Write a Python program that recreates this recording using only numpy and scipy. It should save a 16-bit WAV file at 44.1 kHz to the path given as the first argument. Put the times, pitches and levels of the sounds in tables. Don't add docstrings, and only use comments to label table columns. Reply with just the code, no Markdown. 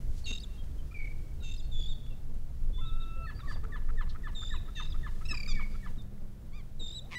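import sys
import numpy as np
from scipy import signal
from scipy.fft import rfft, irfft
from scipy.io import wavfile
from scipy.ndimage import uniform_filter1d

SR = 44100
rng = np.random.default_rng(int(sys.argv[2]) if len(sys.argv) > 2 else 0)


def wav_out(sig):
    wavfile.write(sys.argv[1], SR, np.round(np.clip(np.atleast_2d(sig).T, -1, 1) * 32767).astype(np.int16))


N = 316638
TIME_S = np.arange(N) / SR
TOP_HZ = 15700

# time in seconds, level before gusts and buffets in dB.
WIND = [(0, -29), (.45, -30.5), (1.5, -30.5), (2.3, -32), (2.7, -29), (4.0, -29.5), (4.8, -31),
        (5.45, -30.5), (5.9, -33.5), (6.1, -38.5), (7.18, -39.5)]
# frequency in Hz, relative density in dB.
WIND_COLOUR = [(18, 17.5), (30, -3), (50, -4.5), (100, -15.5), (200, -30.5), (400, -39), (900, -69.5)]
# time in seconds, peak above the breeze in dB.
GUSTS = [(.09, 4.5), (.76, 3.5), (1.2, 4.5), (1.72, 5), (2.7, 2), (4.58, 4.5), (5.02, 4.5)]
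GUST_S, BUFFETS_PER_S, BUFFET_DB = .06, 12, 1.1

# frequency in Hz, relative density in dB.
WATER_COLOUR = [(45, 4), (85, 8), (170, -1), (300, -10.5), (600, -16), (1000, -23.5), (1600, -26),
                (2500, -34), (5000, -39), (9000, -39.5), (16000, -37)]
# frequency in Hz, width of the first pass in Hz, relative level in dB.
HULL = [(234, 45, 3.5), (319, 64, -3.5), (437, 73, -5), (530, 91, -15)]
# time in seconds, mean level of the lower line in dB, of the upper line in dB.
MOTOR = [(0, -58.5, -62.5), (1.2, -56.5, -74), (2.2, -53.5, -75.5), (3.8, -58, -64), (5.1, -53, -60.5),
         (5.6, -54, -56), (6.4, -56.5, -58), (7.18, -56.5, -62)]
# peak time in seconds, rise in seconds,
# decay in seconds, centre in Hz, width of each of two passes in Hz, level in dB.
KNOCKS = [(.19, 0.037, .03, 5000, 6000, -59), (.312, 0.0032, 0.0085, 273, 195, -41),
          (.312, 0.0028, 0.0087, 1110, 1200, -53.5), (.64, 0.0012, 0.0036, 2480, 4000, -60),
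          (1.237, .004, .035, 320, 160, -53), (2.065, 0.00091, .003, 2500, 2500, -56),
          (2.341, .001, .003, 8000, 8000, -65), (3.524, 0.04, .015, 4400, 6000, -59),
          (3.561, 0.0034, 0.012, 700, 910, -49), (3.64, .001, .003, 4000, 5000, -58.5),
          (4.099, 0.0054, 0.013, 4000, 1700, -52), (5.31, 0.0019, 0.017, 265, 170, -41.5),
          (5.976, 0.0044, .025, 199, 91.5, -45.5), (6.021, .001, 0.0033, 5000, 6000, -61)]
# time in seconds, mean level in dB.
SLEEVE = [(0, -68), (2.5, -72), (4.4, -70.5), (5.0, -68.5), (5.3, -63), (5.6, -66.5), (5.88, -66),
          (6.06, -75), (7.18, -71.5)]

# time in seconds, relative echo level in dB.
DISTANCE = [(.3, -16), (1.0, -12), (1.7, -6), (3.3, -9.5), (5.4, -9.5), (6.7, -16)]
POST_ECHO_S, POST_ECHO_DB = .053, -7.5

# start in seconds, length in seconds, first, middle and last pitch in Hz,
# level in dB, throat resonance in Hz.
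GULL_NOTES = [(0.915, 0.022, 1180, 1330, 1380, -60.5, 1500), (1.412, 0.027, 1430, 1420, 1570, -65, 1800),
              (5.251, 0.017, 1213, 1314, 1296, -49, 3480), (5.307, 0.021, 1328, 1300, 1306, -41, 3630),
              (5.473, 0.053, 1270, 1194, 1116, -43, 3700), (6.517, .096, 990, 1210, 930, -60, 2750),
              (7.151, 0.045, 980, 988, 1018, -50.5, 3160)]
# start in seconds, length in seconds, first, middle and last pitch in Hz,
# level in dB.
MEWS = [(3.148, 0.073, 500, 532, 480, -60.5), (3.187, 0.061, 660, 666, 630, -62),
        (3.418, 0.065, 1060, 1150, 1100, -53.5), (3.62, 0.085, 444, 458, 413, -56),
        (3.686, 0.045, 1150, 1165, 1150, -59.5), (3.901, 0.063, 465, 458, 408, -59.5),
        (6.98, 0.1, 482, 602, 905, -65.5)]
# time in seconds, mean pulse rate in Hz, level in dB.
SQUAWK = [(7.10, 150, -74), (7.113, 158.4, -51.5), (7.125, 164.6, -46), (7.148, 177.5, -45),
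          (7.156, 180, -55)]
# frequency in Hz, width in Hz, relative gain in dB.
SQUAWK_THROAT = [(1150, 170, 16.5), (2200, 480, 18), (3400, 620, -3), (5000, 960, -28)]
# start in seconds, length in seconds, first, middle and last pitch in Hz.
SQUAWK_TONE = (7.15, .06, 1965, 1975, 1985)

# time of the voice break in seconds, level of the break in dB.
PIPS = [(3.305, -48.5), (3.514, -45), (3.76, -45.5), (4.013, -42), (4.274, -43), (4.543, -44.5),
        (4.803, -40.5), (5.069, -44.5), (5.334, -42.5), (5.599, -43.5), (5.866, -46.5)]
PIP_UPPER_DB, PIP_TIRING_DB = -46.8, -6.5
CLUCK_LEAD_S, CLUCK_HZ, CLUCK_DB, CLUCK_TIRING_DB = .13, 1325, -53, -4
# start in seconds, end in seconds, pitch before the sag in Hz, level before the swell in dB.
WHISTLE = (2.806, 3.268, 1330, -56)
# start in seconds, length in seconds, middle pitch in Hz, level in dB.
WHISTLE_ONSET = (2.778, .028, 1025, -57)
WHISTLE_SWELL_DB, WHISTLE_SWELL_S = 11.5, .075
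WHISTLE_SAG_HZ, WHISTLE_SAG_S = 120, .006

# start in seconds, length in seconds, middle pitch in Hz, bend name, level in dB.
TERN_NOTES = [(.241, .02, 4450, "arch", -49), (.578, .042, 3230, "flat", -61.5),
              (.782, .029, 3090, "held", -65), (.911, .016, 2400, "flat", -58),
              (1.1, .023, 2300, "flat", -53), (1.403, .03, 3770, "held", -63),
              (1.622, .056, 4350, "flat", -66.5), (1.74, .22, 4450, "held", -72),
              (2.1, .044, 2700, "held", -65), (2.728, .13, 3510, "flat", -54.5),
              (2.853, .051, 3800, "arch", -52), (2.998, .047, 3780, "arch", -54),
              (3.23, .078, 4330, "rise", -66), (3.345, .056, 4660, "rise", -62.5),
              (3.398, .026, 3700, "slur", -59), (3.478, .072, 4670, "flat", -58.5),
              (3.542, .017, 3550, "slur", -60), (4.55, .05, 3900, "arch", -56.5),
              (4.558, .022, 2570, "slur", -57), (5.98, .038, 3640, "held", -59.5)]
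BENDS_ST = {"held": (.9, 0), "stroke": (1.1, 1.2), "drop": (1.2, -.1), "flat": (-.3, -.1),
            "rise": (-.6, .2), "arch": (-1.2, -2), "slur": (1.6, -1.2)}
# start, trill start and slur start in seconds, number of strokes, pitch in Hz,
# last stroke in Hz, held note in dB, trill in dB, octave in the trill in relative dB,
# second voice in the held note in relative dB.
RASP_CALLS = [(.254, .324, .433, 4, 3700, 4400, -43.8, -42.3, -15, -1),
              (1.422, 1.511, 1.596, 3, 3640, 4200, -54.5, -50.5, -10, -1.5),
              (4.75, 4.82, 4.92, 3, 3610, 3770, -46.5, -45.5, -24, -6)]
RASP_PERIOD_S, RASP_DUTY, RASP_FADE_DB = .0252, (.74, .4), -6
SQUEAK_HZ, SQUEAK_S, SQUEAK_DB = 4900, .022, -58
SLUR_S, SLUR_DB = .014, -4.5
# start and trill start in seconds, stroke period in seconds, number of strokes,
# trill pitch in Hz, held note in dB, trill in dB, closing arch in dB, octave in the trill in relative dB.
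CLEAR_CALLS = [(1.714, 1.79, .0222, 4, 3395, -48.5, -44.5, -48.5, -17),
               (4.348, 4.402, .0226, 5, 3545, -44.8, -44, -51.5, -12.5),
               (6.794, 6.857, .0222, 4, 3620, -44.5, -44, -43.5, -12)]
CLEAR_DUTY, CLEAR_FADE_DB = (.9, .68), -1.5
CLEAR_HELD_ST, CLEAR_CLIMB_ST, ARCH_ST = .42, .5, 1.4
ARCH_S = .058
# start and trill start in seconds, stroke period in seconds,
# number of strokes, held note in Hz, trill pitch approached in Hz, trill level in dB, trill fade in dB,
# first duty 0-1, octave in relative dB.
LOW_CALLS = [(.941, .986, .028, 4, 2335, 2220, -46, 0, .92, -27),
             (5.285, 5.341, .0298, 5, 2615, 2330, -42, -2.5, .52, -2.5),
             (5.524, 5.592, .032, 3, 2270, 2235, -44.5, -9, .99, -32)]
LOW_DUTY_SHRINK, LOW_HELD_DB, LOW_SINK = .53, -1.7, .4
ONE_VOICE_DB, VOICE_FADE_DB = -34, -4
NOTE_OCTAVE_DB = -27


def undb(db):
    return 10 ** (np.asarray(db) / 20)


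def unit(x):
    return x / np.sqrt(np.mean(x ** 2) + 1e-20)


def curves(table):
    s, *columns = np.transpose(table)
    return [np.interp(TIME_S, s, c) for c in columns]


def add(out, s, x):
    i = int(np.clip(s * SR, 0, N))
    out[i:i + len(x)] += x[:N - i]


def wander(size, rate_hz):
    k = max(int(SR / rate_hz), 1)
    held = np.repeat(rng.standard_normal(size // k + 2), k)
    return uniform_filter1d(held, k)[:size] * np.sqrt(3 / 2)


def resonate(x, hz, width_hz):
    b, a = signal.iirpeak(min(hz, SR / 3), hz / min(width_hz, SR / 4), fs=SR)
    return signal.lfilter(b, a, x)


def resonate_twice(x, hz, width_hz):
    return resonate(resonate(x, hz, width_hz), hz, width_hz)


def coloured(points):
    hz, db = np.transpose(points)
    f = np.arange(N // 2 + 1) * SR / N + 1e-3
    low_cut = 1 / np.sqrt(1 + (hz[0] / f) ** 6)
    gain = undb(np.interp(np.log(f), np.log(hz), db)) * low_cut
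    return unit(irfft(rfft(rng.standard_normal(N)) * gain, N))


def wind():
    breeze_db, = curves(WIND)
    gust_db = sum(db * np.exp(-((TIME_S - s) / GUST_S) ** 2) for s, db in GUSTS)
    return coloured(WIND_COLOUR) * undb(breeze_db + gust_db + BUFFET_DB * wander(N, BUFFETS_PER_S))


def water(laps_per_s=6, drops_per_s=22, lap_db=-65):
    wash = coloured(WATER_COLOUR) * undb(-51.5 + 0.26 * wander(N, 2.62) + 0.76 * wander(N, 16))
    wavelets = (rng.random(N) < laps_per_s / SR) * rng.uniform(0.53, 1, N)
    swash = signal.fftconvolve(wavelets, np.hanning(int(.06 * SR)))[:N] * rng.standard_normal(N)
    laps = 0
    for hz, width_hz, db in HULL:
        laps = laps + undb(db) * resonate(resonate(swash, hz, width_hz), hz, 3 * hz / 4)
    drops = np.zeros(N)
    t = np.arange(SR // 50) / SR
    for when, pitch, size in rng.random((int(drops_per_s * N / SR), 3)):
        hz = 700 * 8 ** pitch
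        ring = np.sin(2 * np.pi * hz * t) * np.exp(-hz * t / 5)
        add(drops, when * N / SR, undb(-70.5 + 13 * size ** 2) * ring)
    return wash + undb(lap_db) * unit(laps) + drops


def motor(low_hz=130, high_hz=199):
    out = 0
    for hz, waver, db in zip((low_hz, high_hz), (.008, .04), curves(MOTOR)):
        phase = 2 * np.pi * np.cumsum(hz * (1 + waver * wander(N, 20))) / SR
        out = out + np.sqrt(2) * undb(db + 2 * wander(N, 9.8)) * np.sin(phase)
    return out


def gear():
    out = np.zeros(N)
    t = np.arange(SR // 2) / SR - 1 / 4
    for s, rise_s, decay_s, hz, width_hz, db in KNOCKS:
        envelope = np.exp(-np.abs(t) / np.where(t < 0, rise_s, decay_s))
        ring = unit(resonate_twice(rng.standard_normal(len(t)), hz, width_hz))
        knock = undb(db) * envelope * ring
        add(out, max(s + t[0], 0), knock[t >= -s])
    sleeve_db, = curves(SLEEVE)
    brushing = unit(resonate(rng.standard_normal(N), 2700, 6000))
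    return out + undb(sleeve_db + 0.97 * wander(N, 90)) * brushing


def pilings(x, t60_s=0.46, delay_s=0.005, row_s=0.23, row_spread_s=0.047, row_gain=0.12):
    t = np.arange(SR) / SR
    tail = undb(-60 * t / t60_s) * (1 - np.exp(-t / delay_s))
    far_row = row_gain * np.exp(-((t - row_s) / row_spread_s) ** 2)
    sparse = rng.standard_normal(SR) * (rng.random(SR) < .03)
    echoes = resonate(sparse * (tail + far_row), 2530, 6700)
    echo_db, = curves(DISTANCE)
    wet = signal.fftconvolve(x * undb(echo_db), echoes / np.sqrt(np.sum(echoes ** 2)))[:N] / 2
    add(wet, POST_ECHO_S, x * undb(echo_db + POST_ECHO_DB) / 2)
    return wet * undb(2 * wander(N, 120))


def above(hz, semitones):
    return hz * 2 ** (np.asarray(semitones) / 12)


def rasp(size, hz, width_hz):
    return unit(resonate_twice(rng.standard_normal(size), hz, width_hz))


def harmonics(phase, levels_db):
    return sum(undb(db) * np.sin((k + 1) * phase) for k, db in enumerate(levels_db))


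def syrinx(length_s, first_hz, middle_hz, last_hz, edge_s=.004, jitter=.005, shimmer_db=1.5,
           rate_hz=500, swell=0.092, hook=0.):
    size = int((length_s + edge_s / 2) * SR)
    u, t = np.linspace(0, 1, size), np.arange(size) / SR
    bend_hz = np.polyval(np.polyfit([0, .5, 1], [first_hz, middle_hz, last_hz], 2), u)
    hz = bend_hz * (1 + hook * np.exp(-t / 0.00249))
    phase = 2 * np.pi * np.cumsum(hz * (1 + jitter * wander(size, rate_hz))) / SR
    ramp = np.clip(np.minimum(t, t[-1] - t) / edge_s, 0, 1)
    pressure = 1 - np.exp(-u / (swell * np.sqrt(length_s * 10)))
    shimmer = undb(shimmer_db * wander(size, rate_hz))
    return phase, np.sqrt(2) * np.sin(ramp * np.pi / 2) ** 2 * pressure * shimmer


def gulls(throat_width=0.34, even_db=5, fundamental_db=-16):
    out, order = np.zeros(N), np.arange(1, 7)
    for s, length_s, first_hz, middle_hz, last_hz, db, throat_hz in GULL_NOTES:
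        phase, envelope = syrinx(length_s, first_hz, middle_hz, last_hz,
                                 edge_s=.003 + 2.2 * length_s ** 2, jitter=0.006, swell=0.084)
        detuning = np.log(order * middle_hz / throat_hz) / throat_width
        throat_db = -10 * np.log10(1 + detuning ** 4) + even_db * (order % 2 == 0)
        fundamental = undb(fundamental_db) * (4000 / throat_hz) ** 4 * np.sin(phase)
        voice = harmonics(phase, throat_db) + fundamental
        add(out, s, undb(db) * envelope * unit(voice) / np.sqrt(2))
    for s, length_s, first_hz, middle_hz, last_hz, db in MEWS:
        phase, envelope = syrinx(length_s, first_hz, middle_hz, last_hz,
                                 edge_s=0.017, jitter=0.019, shimmer_db=1.5, rate_hz=190)
        add(out, s, undb(db) * envelope * harmonics(phase, [0, -20]))
    return out


def squawk(tone_db=-42):
    pulse_hz, db = curves(SQUAWK)
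    cycles = np.floor(np.cumsum(pulse_hz * (1 + .04 * wander(N, 150))) / SR)
    pulses = np.diff(cycles, prepend=0) + 0.057 * rng.standard_normal(N)
    throat = sum(undb(gain_db) * resonate(pulses, hz, width_hz) for hz, width_hz, gain_db in SQUAWK_THROAT)
    throat = signal.sosfilt(signal.butter(2, 6500, fs=SR, output="sos"), throat)
    out = unit(throat) * undb(db) * (TIME_S > SQUAWK[0][0]) * (TIME_S < SQUAWK[-1][0])
    s, *note = SQUAWK_TONE
    phase, envelope = syrinx(*note, edge_s=.004, jitter=.002, shimmer_db=.5, swell=.04)
    add(out, s, undb(tone_db) * envelope * harmonics(phase, [1.5, -9, -17, -19, -30]))
    return out


def whistle():
    out = np.zeros(N)
    start_s, end_s, hz, db = WHISTLE
    left_s = np.maximum(end_s - TIME_S, 0)
    pitch_hz = hz - WHISTLE_SAG_HZ * np.exp(-left_s / WHISTLE_SAG_S)
    db = db + WHISTLE_SWELL_DB * np.exp(-left_s / WHISTLE_SWELL_S)
    tremor = 0.004 * wander(N, 150) + .004 * wander(N, 14)
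    phase = 2 * np.pi * np.cumsum(pitch_hz * (1 + tremor)) / SR
    sounding = np.clip(np.minimum(TIME_S - start_s, left_s) / .008, 0, 1)
    octave_db = np.minimum(-8 + 1.2 * (db + 53), -9)
    out += np.sqrt(2) * sounding * undb(db + .5 * wander(N, 60)) * harmonics(phase, [0, octave_db])
    s, length_s, hz, db = WHISTLE_ONSET
    phase, envelope = syrinx(length_s, *above(hz, [-.7, 0, .7]), jitter=.02)
    add(out, s, undb(db) * envelope * harmonics(phase, [0, -11, -14]))
    return out


def shorebird():
    out = np.zeros(N)
    clean, rough = .004, .02
    for (s, break_db), progress in zip(PIPS, np.linspace(0, 1, len(PIPS))):
        upper_db = PIP_UPPER_DB + PIP_TIRING_DB * progress ** 3
        phase, envelope = syrinx(0.0424, 1962, 1762, 1715, edge_s=0.0034, jitter=clean,
                                 shimmer_db=1.2, swell=0.24)
        add(out, s - .041, undb(upper_db) * envelope * harmonics(phase, [0, -18]))
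        phase, envelope = syrinx(0.0097, 1370, 1217, 1080, edge_s=0.0048, jitter=rough, shimmer_db=1.5)
        add(out, s - .006, undb(break_db) * envelope * harmonics(phase, [0, -22, -26]))
        phase, envelope = syrinx(0.029, 1083, 960, 910, edge_s=0.0033, jitter=rough, shimmer_db=0.5)
        fading = undb(np.linspace(0, -14, len(phase)))
        hoarse = harmonics(phase, [-1, -3.5, -8.5, -13.5]) + 0.64 * rasp(len(phase), 1130, 950)
        add(out, s + 0.00284, undb(break_db - 7) * envelope * fading * hoarse)
    for (s, _), progress in zip(PIPS[1:], np.linspace(0, 1, len(PIPS) - 1)):
        phase, envelope = syrinx(0.0264, 0.833 * CLUCK_HZ, .98 * CLUCK_HZ, 1.02 * CLUCK_HZ,
                                 edge_s=0.0092, jitter=rough, shimmer_db=3.0, rate_hz=1200)
        husky = np.sin(phase) + .4 * rasp(len(phase), 1.1 * CLUCK_HZ, 900)
        add(out, s - CLUCK_LEAD_S, undb(CLUCK_DB + CLUCK_TIRING_DB * progress) * envelope * husky)
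    return out


def trill(s, period_s, pitches_hz, db, fade_db, duty, bend, octave_db, second_db):
    for k, (hz, u) in enumerate(zip(pitches_hz, np.linspace(0, 1, len(pitches_hz)))):
        length_s = period_s * np.clip(np.interp(u, [0, 1], duty), .2, 1)
        stroke_db = db + fade_db * u ** 4
        yield s + k * period_s, length_s, hz, bend, stroke_db, octave_db, second_db + VOICE_FADE_DB * (k + 1)


def rasping_calls():
    for s, trill_s, slur_s, strokes, hz, last_hz, held_db, db, octave_db, second_db in RASP_CALLS:
        pitches_hz = [hz] * (strokes - 1) + [last_hz]
        yield s, trill_s - s - .004, hz, "held", held_db, octave_db - 2, second_db
        yield from trill(trill_s, RASP_PERIOD_S, pitches_hz, db, RASP_FADE_DB, RASP_DUTY, "stroke",
                         octave_db, second_db)
        yield slur_s - SQUEAK_S, SQUEAK_S, SQUEAK_HZ, "drop", SQUEAK_DB, NOTE_OCTAVE_DB, ONE_VOICE_DB
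        yield slur_s, SLUR_S, above(hz, -.45), "slur", db + SLUR_DB, octave_db + 4, ONE_VOICE_DB


def clear_calls():
    for s, trill_s, period_s, strokes, hz, held_db, db, arch_db, octave_db in CLEAR_CALLS:
        pitches_hz = [hz] * (strokes - 1) + [above(hz, CLEAR_CLIMB_ST)]
        held_hz, arch_hz = above(hz, CLEAR_HELD_ST), above(hz, ARCH_ST)
        arch_s = trill_s + strokes * period_s - .004
        yield s, trill_s - s, held_hz, "held", held_db, octave_db - 2.5, ONE_VOICE_DB
        yield from trill(trill_s, period_s, pitches_hz, db, CLEAR_FADE_DB, CLEAR_DUTY, "stroke",
                         octave_db, ONE_VOICE_DB)
        yield arch_s, ARCH_S, arch_hz, "arch", arch_db, octave_db - 1.5, ONE_VOICE_DB


def low_calls():
    for s, trill_s, period_s, strokes, held_hz, hz, db, fade_db, duty, octave_db in LOW_CALLS:
        pitches_hz = hz + (held_hz - hz) * LOW_SINK ** (1 + np.arange(strokes))
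        held_s = trill_s - s - period_s * (1 - min(duty, 1)) - .003
        yield s, held_s, held_hz, "drop", db + LOW_HELD_DB, octave_db, ONE_VOICE_DB
        yield from trill(trill_s, period_s, pitches_hz, db, fade_db, (duty, duty * LOW_DUTY_SHRINK), "drop",
                         octave_db, ONE_VOICE_DB)


def tern_notes():
    yield from rasping_calls()
    yield from clear_calls()
    yield from low_calls()
    for row in TERN_NOTES:
        yield *row, NOTE_OCTAVE_DB, ONE_VOICE_DB


def terns(second_ratio=.738, sum_db=-7, difference_db=-19, breath_db=-28, harsh_db=-13.3, scrape_db=-15,
          tremor=0.0076, flick_st=5.5, flick_db=-16, join_s=.011, hook=.14, scrape_s=.008):
    out = np.zeros(N)
    for s, length_s, middle_hz, bend, db, octave_db, second_db in tern_notes():
        first_hz, last_hz = above(middle_hz, BENDS_ST[bend])
        two_voiced = undb(second_db)
        hooked = 3000 < middle_hz < 4100 and bend != "stroke"
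        phase, envelope = syrinx(length_s, first_hz, middle_hz, last_hz, edge_s=0.005, jitter=tremor,
                                 shimmer_db=0.44, rate_hz=900, swell=0.14, hook=hook * hooked)
        size = len(phase)
        second = second_ratio * phase + 0.26 * wander(size, 300)
        main = harmonics(phase, [0, octave_db, 2.7 * octave_db - 9.5])
        mixed = np.sin(second) + undb(sum_db) * np.sin(phase + second)
        mixed += undb(difference_db) * np.sin(2 * phase - second)
        mixed += undb(-32) * np.sin(2 * phase + second)
        if bend == "held":
            mixed *= 1 - np.exp(-(np.arange(size) / SR / join_s) ** 2)
        noise_gain = (undb(harsh_db) * two_voiced + undb(breath_db)) / np.sqrt(2)
        noise = noise_gain * rasp(size, 1.05 * middle_hz, 5000)
        envelope = envelope * (1 + .3 * min(two_voiced, 1) ** .5 * wander(size, 1500))
        add(out, s - .0015, undb(db) * envelope * (main + two_voiced * mixed + noise))
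        if length_s < .026:
            closing = np.hanning(int(scrape_s * SR))
            scrape = closing * rasp(len(closing), 0.99 * middle_hz, 0.72 * middle_hz)
            add(out, s + length_s - .005, undb(db + scrape_db) * scrape)
        if bend == "stroke":
            flick_hz = above(middle_hz, [flick_st - 2, flick_st, flick_st])
            phase, envelope = syrinx(scrape_s, *flick_hz, jitter=.02, rate_hz=900)
            add(out, s + length_s - .002, undb(db + flick_db) * envelope * np.sin(phase))
    return out


def scene():
    birds = terns() + whistle() + shorebird() + gulls() + squawk()
    return (birds + pilings(birds) + gear() + water() + wind() + motor())[None]


def record(dry):
    opening = np.sin(np.pi / 2 * np.minimum(TIME_S / .005, 1)) ** 2
    return signal.sosfilt(signal.ellip(10, .2, 70, TOP_HZ, fs=SR, output="sos"), dry * opening)


dry = scene()
out = record(dry)
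wav_out(out)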